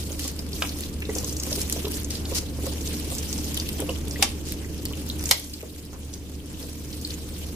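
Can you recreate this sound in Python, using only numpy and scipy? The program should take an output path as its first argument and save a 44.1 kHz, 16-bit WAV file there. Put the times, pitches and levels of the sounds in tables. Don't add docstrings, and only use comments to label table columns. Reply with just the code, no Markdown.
import sys
import numpy as np
from scipy import signal
from scipy.io import wavfile
from scipy.ndimage import uniform_filter1d, map_coordinates

SR = 44100
rng = np.random.default_rng(int(sys.argv[2]) if len(sys.argv) > 2 else 0)


def transcribe(signal):
    frames = np.atleast_2d(signal).T
    limited = np.clip(frames, -1, 1)
    pcm = np.round(limited * 32767).astype(np.int16)
    wavfile.write(sys.argv[1], SR, pcm)


def gain_from_db(level_db):
    decades = np.asarray(level_db, float) / 20
    return 10 ** decades


N = 332955
TIME = np.arange(N) / SR

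# f/Hz, level/dB per Hz
RUMBLE_SPECTRUM = [(12, -43), (20, -7.5), (81, -3.5), (122, -5.5), (249, -6), (302, -8.5), (431, -12.5),
                   (481, -14.5), (687, -29.5), (1740, -34.5), (1890, -36.0), (3020, -33.5), (3370, -38.5),
                   (4430, -36), (14000, -39)][:-2]
# f/Hz, likeness/0..1
RUMBLE_LIKENESS = [(30, .74), (75, .75), (140, .86), (300, .95), (640, .75), (1500, .2), (5000, .05)]
# f/Hz, t60/s
PASSAGE_DECAY = [(300, 0.6), (1000, 0.24), (3000, 0.36), (8000, 0.18), (15000, 0.016)]
# t/s, drop/dB
GAIN_DROPS = [
    (0.0, 3.5),
    (4.225, 2.5),
    (5.31, 9),
]
# t/s, level/dB, low part/dB, high part/dB, t60/s
WALL_SNAPS = [
    (0.62, -14, 13, -12, 0.013),
    (4.224, -1, -7, -21, 0.014),
    (5.24, -35.5, -21, -2, 0.012),
    (5.255, -40, -44, -18, 0.011),
    (5.262, -30, -28, -15, 0.014),
    (5.29, -25, -18, -10, 0.014),
    (5.31, 1, -8.5, -2.5, 0.023),
]
# f/Hz, width/Hz, level/dB
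WALL_RESONANCES = [(614, 560, -11), (980, 740, -5.5), (2350, 1000, 3.5), (3320, 1400, 4.5),
                   (4500, 2100, 2.5), (5850, 4500, 2), (10500, 6100, -6)]
# t/s, level/dB, f/Hz, knock against ring/dB
AIR_GLUGS = [(.105, -25, 380, -8), (.251, -26.5, 517, 3), (.62, -34, 1140, 11), (1.091, -14.5, 420, -23),
             (1.16, -16, 426, -28), (1.235, -26, 480, -1), (1.468, -19.5, 343, -8),
             (1.519, -22.5, 544, -22), (1.577, -21, 388, -23), (1.763, -19.5, 463, -18),
             (1.847, -19, 403, -8), (1.868, -19, 392, -3), (2.318, -20.5, 415, -1), (2.586, -25, 374, -13),
             (2.636, -24, 375, -24), (2.667, -21, 517, -1), (3.118, -21.5, 517, -8), (3.797, -15, 430, -31),
             (3.822, -17.5, 480, -37), (3.89, -17.5, 490, -3), (4.195, -22.5, 415, -9),
             (4.225, -15.5, 784, 6), (4.907, -28.5, 437, 5), (5.309, -30, 906, 14),
             (5.632, -25.5, 448, -22), (5.93, -30, 460, -3), (6.635, -28.5, 450, -7)]
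# t/s, length/s, level/dB, f/Hz
WATER_GUSHES = [
    (0.189, 0.12, -38, 4930),
    (2.103, 0.075, -40.5, 4500),
    (2.35, 0.044, -25.5, 5630),
    (4.451, 0.095, -39, 5470),
    (5.929, 0.041, -49, 900),
    (6.127, 0.016, -44, 5500),
]
# t/s, level/dB, f/Hz
RINGING_DRIPS = [(.2405, -23, 5620), (.2793, -18.5, 6400), (.39, -21.5, 5160), (1.1504, -19, 6560),
                 (1.183, -14, 6240), (1.244, -18, 6230), (1.2925, -19, 6070), (1.3252, -19, 6900),
                 (1.366, -20, 6600), (1.398, -16, 6300), (1.432, -22, 5540), (1.5266, -13.5, 5570),
                 (1.614, -15.5, 7100), (1.7245, -13.5, 6740), (2.044, -22, 6460), (2.105, -21, 5200),
                 (2.3478, -18, 5200), (2.8734, -23, 5740), (3.1826, -20, 6010), (3.327, -18.5, 5800),
                 (3.3782, -22.5, 7680), (3.5436, -24, 6000), (3.5978, -16.5, 4940), (4.0801, -24, 8530),
                 (4.1086, -23, 5670), (5.1925, -24, 5750), (5.256, -14, 6680), (5.29, -17, 6570),
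                 (6.137, -25, 5800), (6.6258, -28, 5300)]
# t/s, level/dB, f/Hz, sharpness/pitch over width
PUDDLE_PLOPS = [(0.1933, -32, 3000, 5), (.53, -23.5, 4600, 3.3), (.6215, -11.5, 3060, 2),
                (.65, -28, 2350, 5), (.691, -23, 4660, 2.6), (.834, -23, 3520, 2.3), (1.02, -23, 2170, 4.9),
                (1.0515, -29, 3700, 6.6), (1.0934, -29.5, 2090, 6.3), (1.851, -21.5, 3570, 3.1),
                (2.152, -20.5, 4350, 3.5), (2.2523, -25.5, 4080, 4.8), (2.3343, -28, 3100, 5.1),
                (3.5725, -18.5, 3320, 3.6), (3.688, -22, 2940, 4.2), (3.795, -33, 2100, 4.5),
                (3.8907, -20.5, 2820, 7.8), (4.1567, -29, 2070, 7.9), (4.223, -13, 2560, 6.1),
                (4.6435, -33.5, 1970, 6.5), (4.855, -23, 4570, 6.2), (4.9323, -26, 2840, 3.2),
                (5.0983, -18.5, 3900, 8.1), (5.31, -15, 4500, 4.4), (5.5372, -25.5, 4570, 7.8),
                (5.605, -35, 2350, 4.5), (6.9273, -29, 4620, 3.7), (7.0473, -19, 4360, 14),
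                (7.1043, -24, 4560, 4.9)]
# t/s, level/dB
STONE_TICKS = [(.194, -18), (.2778, -16.5), (.8071, -18), (1.0041, -29), (1.4351, -17), (1.5594, -24),
               (1.698, -12.5), (1.725, -9.5), (1.9135, -21), (2.1046, -19), (2.3476, -17), (2.6663, -21),
               (3.1512, -20), (3.1822, -23), (3.3278, -17), (3.3403, -22), (3.5438, -18), (3.5733, -17),
               (3.69, -18), (3.8028, -14), (4.2248, -9), (4.4877, -24), (4.5221, -16.5), (4.8534, -15),
               (5.0908, -23), (5.239, -18), (5.3103, -13.5), (5.5363, -25), (6.5984, -34), (6.6757, -37)]
# f/Hz, level/dB per Hz
SPRAY_SPECTRUM = [(350, -4), (600, -2.5), (817, -5), (1360, -12.5), (2040, -9.0), (3130, -4.0), (3780, -5),
                  (5740, -3.5), (9820, -7), (13600, -5.5), (14900, -9)][:-2] + [(17000, -9.5)]
# t/s, level/dB
HAND_PRESSURE = [(0, -42.5), (.48, -57), (.97, -52), (1.3, -45), (1.85, -41.5), (2.1, -63), (2.56, -50.5),
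                 (2.9, -43), (3.3, -40), (3.95, -43), (4.06, -49.5), (4.84, -48), (5.22, -45), (5.4, -44),
                 (5.86, -53.5), (6.37, -53), (6.9, -46.5), (7.55, -48)]
# t/s, hold/s, level/dB
SWING_SPURTS = [(0, 0.12, -44.5), (.21, 0.043, -41.5), (0.396, 0.0046, -45), (0.563, 0.093, -40.5),
                (0.705, 0.15, -42.5), (1.155, 0.0061, -37), (1.274, .02, -40), (1.47, 0.046, -39),
                (1.555, .02, -36), (1.658, 0.12, -44.5), (1.932, 0.031, -37.5), (2.137, 0.0089, -39.5),
                (2.3, 0.082, -39.5), (2.45, .02, -58), (2.64, 0.043, -39.5), (2.838, 0.058, -40),
                (3.123, 0.025, -42), (4.113, .02, -44), (4.222, .005, -36.5), (4.86, .005, -60),
                (5.285, 0.028, -37), (5.746, 0.044, -52.5), (6.06, .02, -54), (6.59, 0.058, -47),
                (6.893, .08, -51.5), (7.047, 0.049, -46), (7.37, 0.041, -49)]

MACHINE_DB, HUM_HZ, WHINE_HZ = -32.5, 74.56, 296.9
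DUCK_S, RECOVER_S = 0.019, 2.2
GLUG_T60_S = 0.043
DRIP_SHARP = 3
TICK_UNDER_DB = 10
GRIT_PER_S, GRIT_OVER_DB = 16, 13
SWELL_DB_PER_S, FADE_DB_PER_S = 209, 116
FINE_PER_DB = 0.38
STARVE_DB, STARVED_GAIN = 4.0, .02
BODY_EDGE_HZ, CLICK_EDGE_HZ = 15080, 16150


def evened(x):
    return x / np.sqrt(np.mean(x ** 2) + 1e-20)


def read(points, hz):
    f, value = np.transpose(points)
    return np.interp(np.log(hz + 1), np.log(f + 1), value)


def add(mix, s, sound, pan_db=0, lag=4):
    for ear, late, side in zip(mix, (lag, 0), (.5, -.5)):
        part = ear[round(s * SR) + late:][:len(sound)]
        part += gain_from_db(side * pan_db) * sound[:len(part)]


def resonate(x, hz, width):
    sharpness = max(hz / width, .3)
    return signal.lfilter(*signal.iirpeak(np.clip(hz, 20, .45 * SR), sharpness, SR), x)


def wander(hz):
    steps = rng.standard_normal(2000)
    return map_coordinates(steps, [TIME * hz], order=3)


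def ducked_db():
    total = 0
    for s, drop_db in GAIN_DROPS:
        since = np.maximum(TIME - s, 0)
        fall = 1 - (s > 0) * np.exp(-since / DUCK_S)
        total = total + drop_db * np.exp(-since / RECOVER_S) * fall
    return -total


def machine():
    frames, hz = N // 512 + 5, np.fft.rfftfreq(2048, 1 / SR)
    a, b, c, d = rng.standard_normal((frames, 1025, 4)).T
    same = np.clip(read(RUMBLE_LIKENESS, hz), -1, 1)[:, None]
    left = a + 1j * b
    right = same * left + np.sqrt(1 - same ** 2) * (c + 1j * d)
    shaped = np.array([left, right]) * gain_from_db(read(RUMBLE_SPECTRUM, hz))[:, None]
    rumble = evened(signal.istft(shaped, nperseg=2048, noverlap=1536)[1][:, :N])
    phase = 2 * np.pi * np.cumsum(HUM_HZ + 0.56 * wander(3.42)) / SR
    hum = np.sqrt(2) * np.sin(phase) * gain_from_db(.8 * wander(12.0))
    whine = resonate(rng.standard_normal(N), WHINE_HZ, 27.6)
    whine = evened(resonate(whine, WHINE_HZ, 27.6))
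    blend = gain_from_db(-.5) * hum + gain_from_db(-0.5) * rumble + gain_from_db(-8.5) * whine
    return gain_from_db(MACHINE_DB + ducked_db()) * blend * gain_from_db([[-.4], [.4]])


def passage(x):
    taps = np.zeros((2, SR // 2))
    at = np.arange(100, SR // 2 - 20, 20) + rng.integers(0, 20, (2, (SR // 2 - 101) // 20))
    np.put_along_axis(taps, at, rng.choice([-1., 1.], at.shape), 1)
    hz, t, z = signal.stft(taps, SR, nperseg=128)
    decay = gain_from_db(-60 * t / 0.081) + gain_from_db(-1.5 - 60 * t / read(PASSAGE_DECAY, hz)[:, None])
    tail = signal.istft(z * decay, SR, nperseg=128)[1]
    return signal.fftconvolve(x, tail / np.linalg.norm(tail[0]), axes=1)[:, :N]


def snaps():
    out, t = np.zeros((2, N)), np.arange(4000) / SR
    noises = rng.standard_normal((len(WALL_SNAPS), 2, 4000))
    for (s, db, low_db, high_db, t60), noise in zip(WALL_SNAPS, noises):
        envelope = gain_from_db(-60 * t / t60) + gain_from_db(-9.5 - 60 * t / 0.076)
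        attack = np.minimum(t / 0.00201, 1) ** 2
        cracks = (noise + 0.26 * noise[::-1]) * envelope * attack
        tilts_db = [low_db + 15, low_db + 15, 0, 0, 0, 0, high_db + 6]
        snap = 0
        for tilt_db, (hz, width, own_db) in zip(tilts_db, WALL_RESONANCES):
            snap = snap + gain_from_db(own_db + tilt_db) * resonate(resonate(cracks, hz, width), hz, 2 * width)
        out[:, round(s * SR):][:, :len(t)] += gain_from_db(db) * snap / abs(snap).max()
    return out


def glugs():
    out, t = np.zeros((2, N)), np.arange(6000) / SR
    noises = rng.standard_normal((len(AIR_GLUGS), 6000))
    for (s, db, hz, knock_db), noise in zip(AIR_GLUGS, noises):
        wobble = evened(resonate(resonate(noise, hz, 270), hz, 370))
        bubble = np.sin(2 * np.pi * hz * t * (1 + 1.9 * t)) + 0.65 * wobble
        knock = evened(resonate(resonate(resonate(noise, 920, 370), 990, 460), 990, 460))
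        both = bubble + gain_from_db(knock_db - 9.5) * knock
        swell = (1 - np.exp(-t / .004)) ** 2
        fade = gain_from_db(db + 3.0 - 60 * t / GLUG_T60_S)
        add(out, s - .003, fade * swell * both, -2.5, lag=0)
    return out


def gushes():
    out, t = np.zeros((2, N)), np.arange(8000) / SR
    noises = rng.standard_normal((len(WATER_GUSHES), 2, 8000))
    for (s, length, db, hz), noise in zip(WATER_GUSHES, noises):
        crackle = evened(resonate(noise * abs(noise) ** 1.4, hz, 0.66 * hz))
        shape = np.clip(t / 0.0026, 0, 1) * np.clip((length - t) / 0.0065, 0, 1)
        out[:, round(s * SR):][:, :len(t)] += gain_from_db(db) * crackle * shape
    return out


def flow_db(t):
    power = gain_from_db(2 * np.interp(t, *np.transpose(HAND_PRESSURE)))
    for s, hold, db in SWING_SPURTS:
        away_db = SWELL_DB_PER_S * np.maximum(s - t, 0) + FADE_DB_PER_S * np.maximum(t - s - hold, 0)
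        power = power + gain_from_db(2 * (db - away_db))
    return 10 * np.log10(power)


def grit():
    at, size = rng.random((round(GRIT_PER_S * N / SR), 2)).T
    s = at * TIME[-1]
    return list(zip(s, flow_db(s) + GRIT_OVER_DB + 8.1 * size))


def ticks():
    out, t = np.zeros((2, N)), np.arange(600) / SR
    touches = [(s, db - TICK_UNDER_DB) for s, db, *_ in RINGING_DRIPS + PUDDLE_PLOPS]
    rows = STONE_TICKS + touches + grit()
    for (s, db), noise in zip(rows, rng.standard_normal((len(rows), 602))):
        click = resonate(noise[2:] * gain_from_db(-60 * t / .009), 9500, 11000)
        lag = 5 + round(3 * noise[1].clip(-1, 1))
        add(out, s, gain_from_db(db + 1.5) * click / abs(click).max(), lag=lag)
    return out


def drips():
    out, t = np.zeros((2, N)), np.arange(3000) / SR
    rows = [(*row, DRIP_SHARP) for row in RINGING_DRIPS] + PUDDLE_PLOPS
    for (s, db, hz, sharp), noise in zip(rows, rng.standard_normal((len(rows), 3002))):
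        splash = noise[2:] * gain_from_db(-60 * t / (0.012 + 50 / hz)) * np.minimum(t / 0.002, 1)
        ring = resonate(resonate(splash, hz, hz / sharp), hz, 3 * hz / sharp)
        lag = 5 + round(3 * noise[1].clip(-1, 1))
        add(out, s, gain_from_db(db) * ring / abs(ring).max(), 1.5 * noise[0], lag=lag)
    return out


def spray():
    jet_db = np.interp(TIME, TIME[::64], flow_db(TIME[::64]))
    true_db = jet_db - 1.37 * ducked_db()
    landing = rng.random(N) < 2500 / SR
    size = gain_from_db(3.8 * np.minimum(rng.exponential(1, N), 4.2)) * landing
    kind, drops = rng.integers(0, 30, N), np.zeros((2, N))
    t = np.arange(900) / SR
    for k, hz in enumerate(np.geomspace(400, 14000, num=30)):
        rise = t / (0.00014 + .5 / hz)
        grain = np.sin(2 * np.pi * hz * t) * rise * np.exp(-rise)
        train = signal.oaconvolve(size * (kind == k), grain / np.linalg.norm(grain))[:N]
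        start_s, pan_db = rng.integers(0, 9) / SR, rng.normal(0, 11.0)
        add(drops, start_s, train * np.sqrt(hz), pan_db, lag=rng.integers(0, 10))
    wet = evened(drops) + 2.6 * rng.standard_normal((2, N))
    hz, t, z = signal.stft(wet, SR, nperseg=256)
    z /= np.sqrt(np.mean(abs(z) ** 2, (0, 2)))[:, None]
    patches = uniform_filter1d(rng.standard_normal(z.shape[1:]), 9, 0)
    patches = evened(uniform_filter1d(patches, 7, 1))
    finer = FINE_PER_DB * np.interp(t, TIME, true_db - np.mean(true_db))
    tilt_db = np.log2(hz[:, None] / 6500 + 0.096) * 0.6 * finer
    colour = gain_from_db(read(SPRAY_SPECTRUM, hz)[:, None] + tilt_db)
    colour /= np.sqrt(np.mean(colour ** 2, 0))
    spatter = evened(signal.istft(z * colour * gain_from_db(2.76 * patches), SR, nperseg=256)[1][:, :N])
    spray_floor = gain_from_db(MACHINE_DB + ducked_db() - 40)
    return spatter * np.hypot(gain_from_db(jet_db + 4.5 + 1.57 * wander(90.)), spray_floor)


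def scene():
    drops = drips() + ticks() + gushes()
    bottle = glugs() + snaps()
    echoes = passage(gain_from_db(-10) * drops + gain_from_db(-8.0) * bottle)
    return drops + bottle + echoes + spray() + machine()


def starve(x):
    hz, t, z = signal.stft(x, SR, nperseg=1024)
    band_db = 10 * np.log10(uniform_filter1d((abs(z) ** 2).mean(0), size=5, axis=0) + 1e-16)
    share_db = uniform_filter1d(band_db - np.median(band_db, axis=1, keepdims=True), size=4, axis=1)
    weak = share_db < uniform_filter1d(share_db, size=150, axis=0) - STARVE_DB
    mid = (hz[:, None] > 2400) & (hz[:, None] < 4600)
    return signal.istft(z * np.where(weak & mid, STARVED_GAIN, 1), SR, nperseg=1024)[1][:, :N]


def low_pass(x):
    return signal.sosfilt(signal.butter(12, 16260, fs=SR, output="sos"), x)


def record(dry):
    loud = starve(np.clip(dry, -1, 1))
    body = signal.oaconvolve(loud, signal.firwin(401, BODY_EDGE_HZ, fs=SR)[None], "same")
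    wide = signal.oaconvolve(loud, signal.firwin(401, CLICK_EDGE_HZ, fs=SR)[None], "same")
    top = wide - body
    power = (top ** 2).mean(0)
    sudden = uniform_filter1d(power, size=128) > 5.5 * uniform_filter1d(power, size=4000)
    mix = body + uniform_filter1d(0.65 * sudden, size=256) * top
    return low_pass(mix)


dry = scene()
out = record(dry)
transcribe(out)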